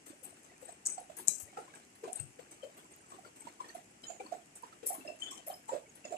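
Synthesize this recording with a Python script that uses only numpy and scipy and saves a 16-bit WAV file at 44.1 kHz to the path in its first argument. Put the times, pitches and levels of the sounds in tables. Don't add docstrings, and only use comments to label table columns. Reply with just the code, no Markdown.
import sys
import numpy as np
from scipy import signal
from scipy.fft import rfft, irfft, next_fast_len
from scipy.io import wavfile
from scipy.ndimage import uniform_filter1d, map_coordinates

SR = 44100
rng = np.random.default_rng(int(sys.argv[2]) if len(sys.argv) > 2 else 0)


def wav_out(sig):
    wavfile.write(sys.argv[1], SR, np.round(np.clip(np.atleast_2d(sig).T, -1, 1) * 32767).astype(np.int16))


N = 272097
PORT_LAG_S = 0.00045

# start in seconds, leaf pitch in Hz, level in dB before trim,
# after-ring in dB re that level before trim, left minus right in dB.
LEAF_TAPS = [(0.099, 307, -44.5, -25, -7), (0.623, 505, -45, -15.5, 17), (0.687, 700, -42.5, -21, -17),
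             (0.977, 738, -36, -15, -32), (1.095, 640, -42, -16.5, -25), (1.191, 934, -48, -21, -21),
             (1.527, 746, -53, -28, -9), (1.568, 1342, -42.5, -11.5, 19), (1.57, 765, -36.5, -12.5, -26),
             (1.58, 458, -40, -14.5, 15), (1.675, 1050, -53.5, -34, 27), (1.736, 1620, -50, -23, -10),
             (2.033, 440, -35, -10.5, 3.5), (2.035, 1010, -51, -9, 16), (2.074, 690, -38, -10, -15),
             (2.388, 482, -41.5, -27, 49), (2.63, 544, -36.5, -13.5, 7), (3.117, 1120, -44, -18, 1.5),
             (3.141, 362, -52, -16, -2), (3.184, 740, -45.5, -26, -18), (3.246, 1385, -48.5, -29, 18),
             (3.449, 290, -47, -26, 5), (3.468, 945, -39.5, -36, -27), (3.6, 1025, -33, -20.5, 6),
             (3.64, 1836, -50, -15, -16), (3.696, 1850, -48, -22, -21), (3.748, 696, -37, -17.5, -12),
             (4.098, 677, -38, -15.5, -26), (4.197, 478, -41, -11.5, 11), (4.202, 783, -38, -24.5, -3),
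             (4.247, 297, -48.5, -16, -2), (4.258, 1020, -48, -24, -10), (4.32, 687, -29.5, -17, -11),
             (4.631, 977, -39, -23, -12), (4.723, 1304, -50.5, -26, -13), (4.828, 488, -41, -10.5, 19),
             (4.901, 725, -33, -12, -18), (4.944, 1050, -45.5, -14, 8), (4.979, 284, -46, -12.5, -6),
             (5.047, 632, -43.5, -9, -17), (5.054, 326, -53, -3, 1), (5.081, 610, -37, -11, -17),
             (5.316, 1090, -47.5, -13.5, 20), (5.473, 647, -38, -10, -20), (5.498, 741, -35.5, -18, -1),
             (5.688, 925, -32, -14.5, 5), (5.717, 540, -33.5, -3.5, -10), (5.733, 613, -30.5, -13.5, -18),
             (6.048, 603, -38.5, -13.5, -17), (6.105, 408, -45.5, -8.5, -1), (6.12, 667, -32, -9.5, -13)]


def leaf_taps():
    return ringing(LEAF_TAPS, rise_s=0.00701, width_hz=85, t60_s=0.21, ring_trim_db=8,
                   wet_db=-9, wet_t60_s=0.058, trim_db=0.5)


# frequency in Hz, relative level in dB.
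SLAP_SPECTRUM = [(60, -28), (250, -30), (500, 9), (1100, 0.5), (2500, -12.5), (3700, -14.5), (7500, -7),
                 (13000, -58)]


def ringing(rows, rise_s, width_hz, t60_s, wet_db, wet_t60_s, ring_trim_db=0, trim_db=0):
    out, t = np.zeros((2, N)), port_times(SR // 4)
    for start_s, hz, db, after_db, pan_db in rows:
        gain = amp(db + trim_db)
        tone = swell(t, rise_s) ** 2 * np.sin(2 * np.pi * hz * t + rng.uniform(0, 2 * np.pi))

        half_width_hz = width_hz + 0.012 * hz
        band = lambda f: 1 / (1 + np.abs((f - hz) / half_width_hz) ** 3)
        scatter = unit(filtered(at_ports(rng.standard_normal((3, t.shape[1]))), band))
        ring_onset = 1 - np.exp(-(t / (2 * rise_s)) ** 4)
        ring = amp(after_db + ring_trim_db - 60 * t / t60_s) * ring_onset * scatter

        lead_in = amp(-20) * swell(t, rise_s) * scatter

        slap = coloured(droplets(t.shape[1], per_second=2500), SLAP_SPECTRUM)
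        slap *= amp(wet_db - 60 * t / wet_t60_s) * (1 - np.exp(-(t / rise_s) ** 2))

        add(out, start_s - rise_s, gain * lead_in, pan_db)
        add(out, start_s, gain * (tone + ring), pan_db)
        add(out, start_s, gain * slap, pan_db / 4)
    return out


# start in seconds, pool name, level in dB before trim.
PLINKS = [(0.065, "ahead", -58), (0.248, "busy", -38.5), (0.302, "busy", -50.5), (0.651, "busy", -42),
          (0.719, "busy", -46), (0.865, "keen", -38), (0.997, "thin", -46), (1.176, "tiny", -46),
          (1.183, "busy", -40), (1.277, "hollow", -41), (1.279, "round", -57), (1.288, "deepest", -48.5),
          (1.446, "busy", -51), (2.126, "thin", -37.5), (2.154, "busy", -30), (2.189, "deep", -50),
          (2.196, "busy", -31), (2.624, "round", -49), (2.935, "bright", -53.5), (3.402, "busy", -41.5),
          (3.683, "keen", -53), (3.688, "mellow", -46), (4.034, "hollow", -49), (4.036, "round", -43),
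          (4.037, "clear", -47), (4.067, "bright", -42.5), (4.079, "bright", -35.5), (4.081, "ahead", -43),
          (4.198, "deepest", -44), (4.26, "mellow", -49.5), (5.007, "deep", -50), (5.072, "clear", -44),
          (5.075, "deep", -40), (5.201, "ahead", -47), (5.218, "round", -30.5), (5.231, "full", -49),
          (5.232, "bright", -41.5), (5.259, "round", -36.5), (5.272, "full", -43.5), (5.327, "bright", -48),
          (5.373, "round", -47), (5.509, "round", -47.5), (5.537, "clear", -43.5), (5.687, "ahead", -42.5),
          (5.953, "thin", -49), (6.041, "deep", -46.5), (6.05, "clear", -49), (6.049, "bright", -42.5),
          (6.119, "ahead", -45), (6.164, "deep", -46.5)]
POOLS = {"deepest": (2356, -22, 30), "deep": (2690, -17.5, 35), "round": (3090, -19.5, 20),
         "full": (3400, -13.5, 6), "hollow": (3980, -21, 23), "mellow": (4450, -27, 22),
         "clear": (5170, -23, -2), "keen": (6060, -13, -25), "bright": (6760, -19, -37),
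         "ahead": (7235, -16, -2.6), "busy": (8170, -23, 22), "thin": (10450, -22.5, 21),
         "tiny": (12190, -21, -5)}


def pool_plinks():
    rows = []
    for start_s, pool, db in PLINKS:
        hz, after_db, pan_db = POOLS[pool]
        rows.append((start_s, hz, db, after_db, pan_db))
    return ringing(rows, rise_s=0.0054, width_hz=24, t60_s=0.26, ring_trim_db=11,
                   wet_db=-18, wet_t60_s=0.04, trim_db=-1)


# start in seconds, pitch in Hz, level in dB before trim and high-pass,
# left minus right in dB.
EDGE_TICKS = [(0.2459, 11700, -33, 17), (0.8626, 7190, -15, -3), (0.8703, 7400, -14, 3),
              (1.1859, 9880, -30, 19), (1.2744, 8110, -24, 34), (1.2828, 7530, -2.5, 32),
              (2.131, 8450, -21, 26), (2.2006, 8150, -30, 24), (2.9632, 12580, -44, 11),
              (4.6247, 10420, -41, 12), (4.868, 11830, -18, 2), (4.8744, 10470, -18, 13),
              (5.4758, 12610, -29, 4), (5.483, 11510, -25, 15)]


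def edge_ticks(echo_db=-29.5, echo_t60_s=0.16, flurry_db=-18, flurry_rise_s=0.0016):
    out, t = np.zeros((2, N)), port_times(SR // 10)
    for start_s, hz, db, pan_db in EDGE_TICKS:
        click = swell(t, 0.00035) * np.sin(2 * np.pi * hz * t)
        spectrum = [(hz / 2, -42), (hz * 0.63, -16), (hz, 0), (hz * 1.33, -12), (hz * 2, -25)]
        fragments = coloured(droplets(t.shape[1], per_second=11000), spectrum)
        echo_level = amp(echo_db - 60 * t / echo_t60_s) * (1 - np.exp(-t / flurry_rise_s))
        flurry_level = amp(flurry_db) * swell(t, flurry_rise_s)
        add(out, start_s, amp(db) * click, pan_db)
        add(out, start_s - flurry_rise_s, amp(db) * (echo_level + flurry_level) * fragments, pan_db)
    return filtered(out, lambda hz: amp(-1.5) * hz ** 8 / (hz ** 8 + 4500 ** 8))


# time in seconds (spray starts lead_s earlier), level in dB,
# t60 in seconds before the linger fade, mist in dB re droplets, left minus right in dB.
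BURSTS = [(0.061, -48, 0.27, -6, 22), (0.232, -44, 0.25, 3.5, 14), (0.366, -59.5, 0.24, -6, 21),
          (0.443, -55.5, 0.11, -13, 15), (0.612, -55, 0.22, -2, 13), (0.647, -54, 0.082, -1, 19),
          (0.683, -48, 0.19, -20, 27), (0.855, -30, 0.44, -26, 12), (1.168, -44, 0.35, 4.5, 16),
          (1.274, -32.5, 0.7, -13.5, 36), (1.399, -38, 0.16, 0, 14), (1.751, -46, 0.14, -12, 8),
          (1.952, -61, 0.21, 11, 3), (2.151, -52.5, 0.75, -2, 6), (2.511, -50.5, 0.23, -9.5, 1),
          (2.769, -55.5, 0.29, -3, 4), (2.91, -57.5, 0.27, -10, 4), (3.102, -53.5, 0.25, -14, 10),
          (3.358, -58, 0.78, -5, 0), (3.402, -55, 0.28, -14, 7), (3.682, -55, 0.12, -6, 6),
          (3.745, -48.5, 0.13, 7, 8), (4.031, -57, 0.47, -10, 3), (4.554, -53, 0.3, -8, -1),
          (4.862, -32, 0.33, 5.5, 5), (4.938, -44.5, 0.26, 9, 6), (5.198, -53, 0.96, -15, 3.5),
          (5.308, -43.5, 0.25, -12, 3), (5.375, -42.5, 0.1, -16, 24), (5.467, -45, 0.42, 6, 5.5),
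          (5.679, -50.5, 0.17, -13, 7), (5.951, -52, 0.16, 3, 7)]
# frequency in Hz, relative level in dB.
DROPLET_SPECTRUM = [(3500, -46), (4900, -25.5), (5600, -10), (6800, -8), (7600, 0.5), (8250, 4.5),
                    (8800, -13.5), (9600, -9), (12000, -85)]
# frequency in Hz, relative level in dB.
MIST_SPECTRUM = [(7500, -22.5), (9200, 1), (10200, 16), (11200, 0), (12200, 8), (13200, 0), (14200, 2),
                 (15000, -61)]


def splashes(rise_s=0.0049, clump_db=2, linger_s=0.17, lead_s=0.004):
    out, t = np.zeros((2, N)), np.arange(SR // 3) / SR
    for time_s, db, t60_s, mist_db, pan_db in BURSTS + leaf_spray():
        coarse = coloured(droplets(len(t), per_second=7700), DROPLET_SPECTRUM)
        fine = coloured(droplets(len(t), per_second=2300), MIST_SPECTRUM)
        coarse, fine = spot_colour(np.array([coarse, fine]), depth_db=7, spacing_hz=130)
        spray = unit(unit(coarse) + amp(mist_db) * unit(fine))
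        shape = (1 - np.exp(-(t / rise_s) ** 2)) * np.exp(-(t / linger_s) ** 2)
        level = amp(db - 60 * t / t60_s + clump_db * wobble(94, len(t)))
        add(out, time_s - lead_s, level * shape * spray, pan_db)
    return out


def leaf_spray(typical_spray_db=-64, db_per_tap_db=0.41, t60_s=0.5, mist_db=-7.5, pan_db=6):
    typical_tap_db = np.mean([row[2] for row in LEAF_TAPS])
    return [(start_s, typical_spray_db + db_per_tap_db * (db - typical_tap_db), t60_s, mist_db, pan_db)
            for start_s, _, db, _, _ in LEAF_TAPS]


def spot_colour(x, depth_db, spacing_hz):
    gains_db = depth_db * rng.standard_normal(400)
    return unit(filtered(x, lambda hz: amp(np.interp(hz / spacing_hz, np.arange(len(gains_db)), gains_db))))


# start in seconds, pitch in Hz, level in dB before trim,
# after-ring in dB re that level before trim, left minus right in dB.
LOW_BUMPS = [(1.279, 189, -43.5, -14.5, 16), (1.425, 88, -48, -13, 14), (2.198, 122, -35, -9, 24)]


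def low_bumps():
    return ringing(LOW_BUMPS, rise_s=0.0108, width_hz=27, t60_s=0.23, ring_trim_db=8.5,
                   wet_db=-17, wet_t60_s=0.11, trim_db=-5.5)


def far_drips():
    taps = far_rows(count=50, low_hz=226.4, high_hz=2472, level_db=-54, fall_db_per_octave=2.5)
    plinks = far_rows(count=50, low_hz=6630, high_hz=13150, level_db=-57, fall_db_per_octave=9)
    return ringing(np.vstack([taps, plinks]), rise_s=0.008, width_hz=41, t60_s=0.064,
                   wet_db=-4, wet_t60_s=0.037)


def far_rows(count, low_hz, high_hz, level_db, fall_db_per_octave):
    when, pitch, size, side = rng.random((4, count))
    start_s = when * (N / SR - 0.05)
    hz = low_hz * (high_hz / low_hz) ** pitch
    db = level_db + 3 * (2 * size - 1) - fall_db_per_octave * np.log2(hz / low_hz)
    return np.transpose([start_s, hz, db, np.full(count, -12), 9 * (2 * side - 1)])


def spatter(per_second=14, level_db=-77):
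    spectrum = [(1200, -25), (2600, -16), (4000, -12), (8000, 1), (14000, -17)]
    return amp(level_db) * coloured(droplets(N, per_second), spectrum)


# frequency in Hz, relative level in dB.
PATTER_SPECTRUM = [(88, -20), (150, -10), (216, -6.5), (362, 1), (491, -5), (720, -5), (823, -7),
                   (2060, -10.5), (3450, -14), (6750, -24), (7280, -13), (8010, -18), (11500, -44),
                   (13700, -45), (14500, -27.5)]


def patter(flutter_db=2):
    grains = patchy(droplets(N, per_second=2000), depth_db=3.5)
    level = amp(patter_level_db() + flutter_db * wobble(25, N))
    return level * lows_in_step(coloured(grains, PATTER_SPECTRUM))


def patter_level_db(calm_db=-73, swelling_db=-58, db_per_drop_db=0.25, rise_s=0.0013, t60_s=0.39):
    power, t = np.full(N, amp(calm_db) ** 2), np.arange(SR // 2) / SR
    swelling = (1 - np.exp(-t / rise_s)) * amp(swelling_db - 60 * t / t60_s)
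    taps = [(s, db) for s, _, db, _, _ in LEAF_TAPS]
    plinks = [(s, db) for s, _, db in PLINKS]
    bursts = [(s, db) for s, db, *_ in BURSTS]
    for drops, extra_db in ((taps, 0), (plinks, -4), (bursts, -0.5)):
        typical_db = np.mean([db for _, db in drops])
        for s, db in drops:
            start = round(s * SR)
            size = amp(extra_db + db_per_drop_db * (db - typical_db))
            power[start:start + len(t)] += (size * swelling[:N - start]) ** 2
    return 10 * np.log10(power)


def patchy(x, depth_db):
    z = signal.stft(x, nperseg=512)[2]
    field = uniform_filter1d(rng.standard_normal(z.shape[1:]), size=3, axis=0)
    field = uniform_filter1d(field, size=6, axis=1)
    return unit(signal.istft(z * amp(depth_db * unit(field)), nperseg=512)[1][:, :N])


# frequency in Hz, relative level in dB per Hz.
HUSH_SPECTRUM = [(15, -53), (25, -12), (297, 2), (549, -6), (796, -3.5), (1040, -11), (2310, -7.5),
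                 (2860, -8.5), (3730, -22.5), (4870, -15.5), (7860, -8), (9470, -16), (10500, -18),
                 (13400, -30.5), (14500, -46)]
# frequency in Hz, left-right correlation from -1 to 1.
HUSH_LIKENESS = [(60, 0.99), (130, 1), (290, 1), (640, -0.29), (1400, -0.27), (3100, -0.018)]


def hush(level_db=-62):
    angle = lambda hz: np.arccos(np.clip(along(HUSH_LIKENESS, hz), -1, 1)) / 2
    noise = coloured(rng.standard_normal((2, N)), HUSH_SPECTRUM)
    mid, side = filtered(noise, lambda hz: np.array([np.cos(angle(hz)), np.sin(angle(hz))]))
    return amp(level_db) * unit(np.array([mid + side, mid - side]))


def garden():
    return (hush() + patter()) * amp([[0.8], [-0.8]])


def droplets(n, per_second):
    hit = rng.random((3, n)) < per_second / SR
    return at_ports(hit * rng.standard_normal((3, n)))


def at_ports(streams):
    direct = np.array([np.roll(streams[2], round(PORT_LAG_S * SR)), streams[2]])
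    return unit(direct + streams[:2])


def port_times(length):
    return np.maximum(np.arange(length) / SR - np.array([[PORT_LAG_S], [-PORT_LAG_S]]) / 2, 0)


def lows_in_step(x, below_hz=827, share=0.72):
    lows = lambda hz: 1 / (1 + (hz / below_hz) ** 16)
    phase = lambda hz: np.pi * hz * PORT_LAG_S * share * lows(hz)
    return filtered(x, lambda hz: np.exp(1j * phase(hz) * np.array([[1], [-1]])))


def swell(t, rise_s):
    return (t / rise_s * np.exp(1 - t / rise_s)) ** 2


def wobble(knots_per_second, n):
    knots = rng.standard_normal(4096)
    return map_coordinates(knots, [np.arange(n) * knots_per_second / SR], mode="wrap")


def add(track, start_s, sound, pan_db):
    start = max(round(start_s * SR), 0)
    part = (unit(amp([[pan_db / 2], [-pan_db / 2]])) * sound)[:, :N - start]
    track[:, start:start + part.shape[1]] += part


def coloured(x, spectrum):
    return unit(filtered(x, lambda hz: amp(along(spectrum, hz))))


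def filtered(x, response):
    n = x.shape[-1]
    m = next_fast_len(n + 4096)
    return irfft(rfft(x, m) * response(np.fft.rfftfreq(m, 1 / SR)), m)[..., :n]


def along(points, hz):
    f, v = np.transpose(points)
    return np.interp(np.log(hz + 1), np.log(f + 1), v)


def unit(x):
    return x / np.sqrt(np.mean(x ** 2) + 1e-20)


def amp(db):
    return 10 ** (np.asarray(db) / 20)


def scene():
    lagged = leaf_taps() + low_bumps() + far_drips()
    return lows_in_step(lagged) + pool_plinks() + edge_ticks() + splashes() + spatter() + garden()


def record(dry):
    low_cut = lambda hz: hz ** 3 / (hz ** 3 + 35 ** 3)
    band_limit = lambda hz: 1 / (1 + (hz / 14600) ** 120)
    return filtered(dry, lambda hz: low_cut(hz) * band_limit(hz))


dry = scene()
out = record(dry)
wav_out(out)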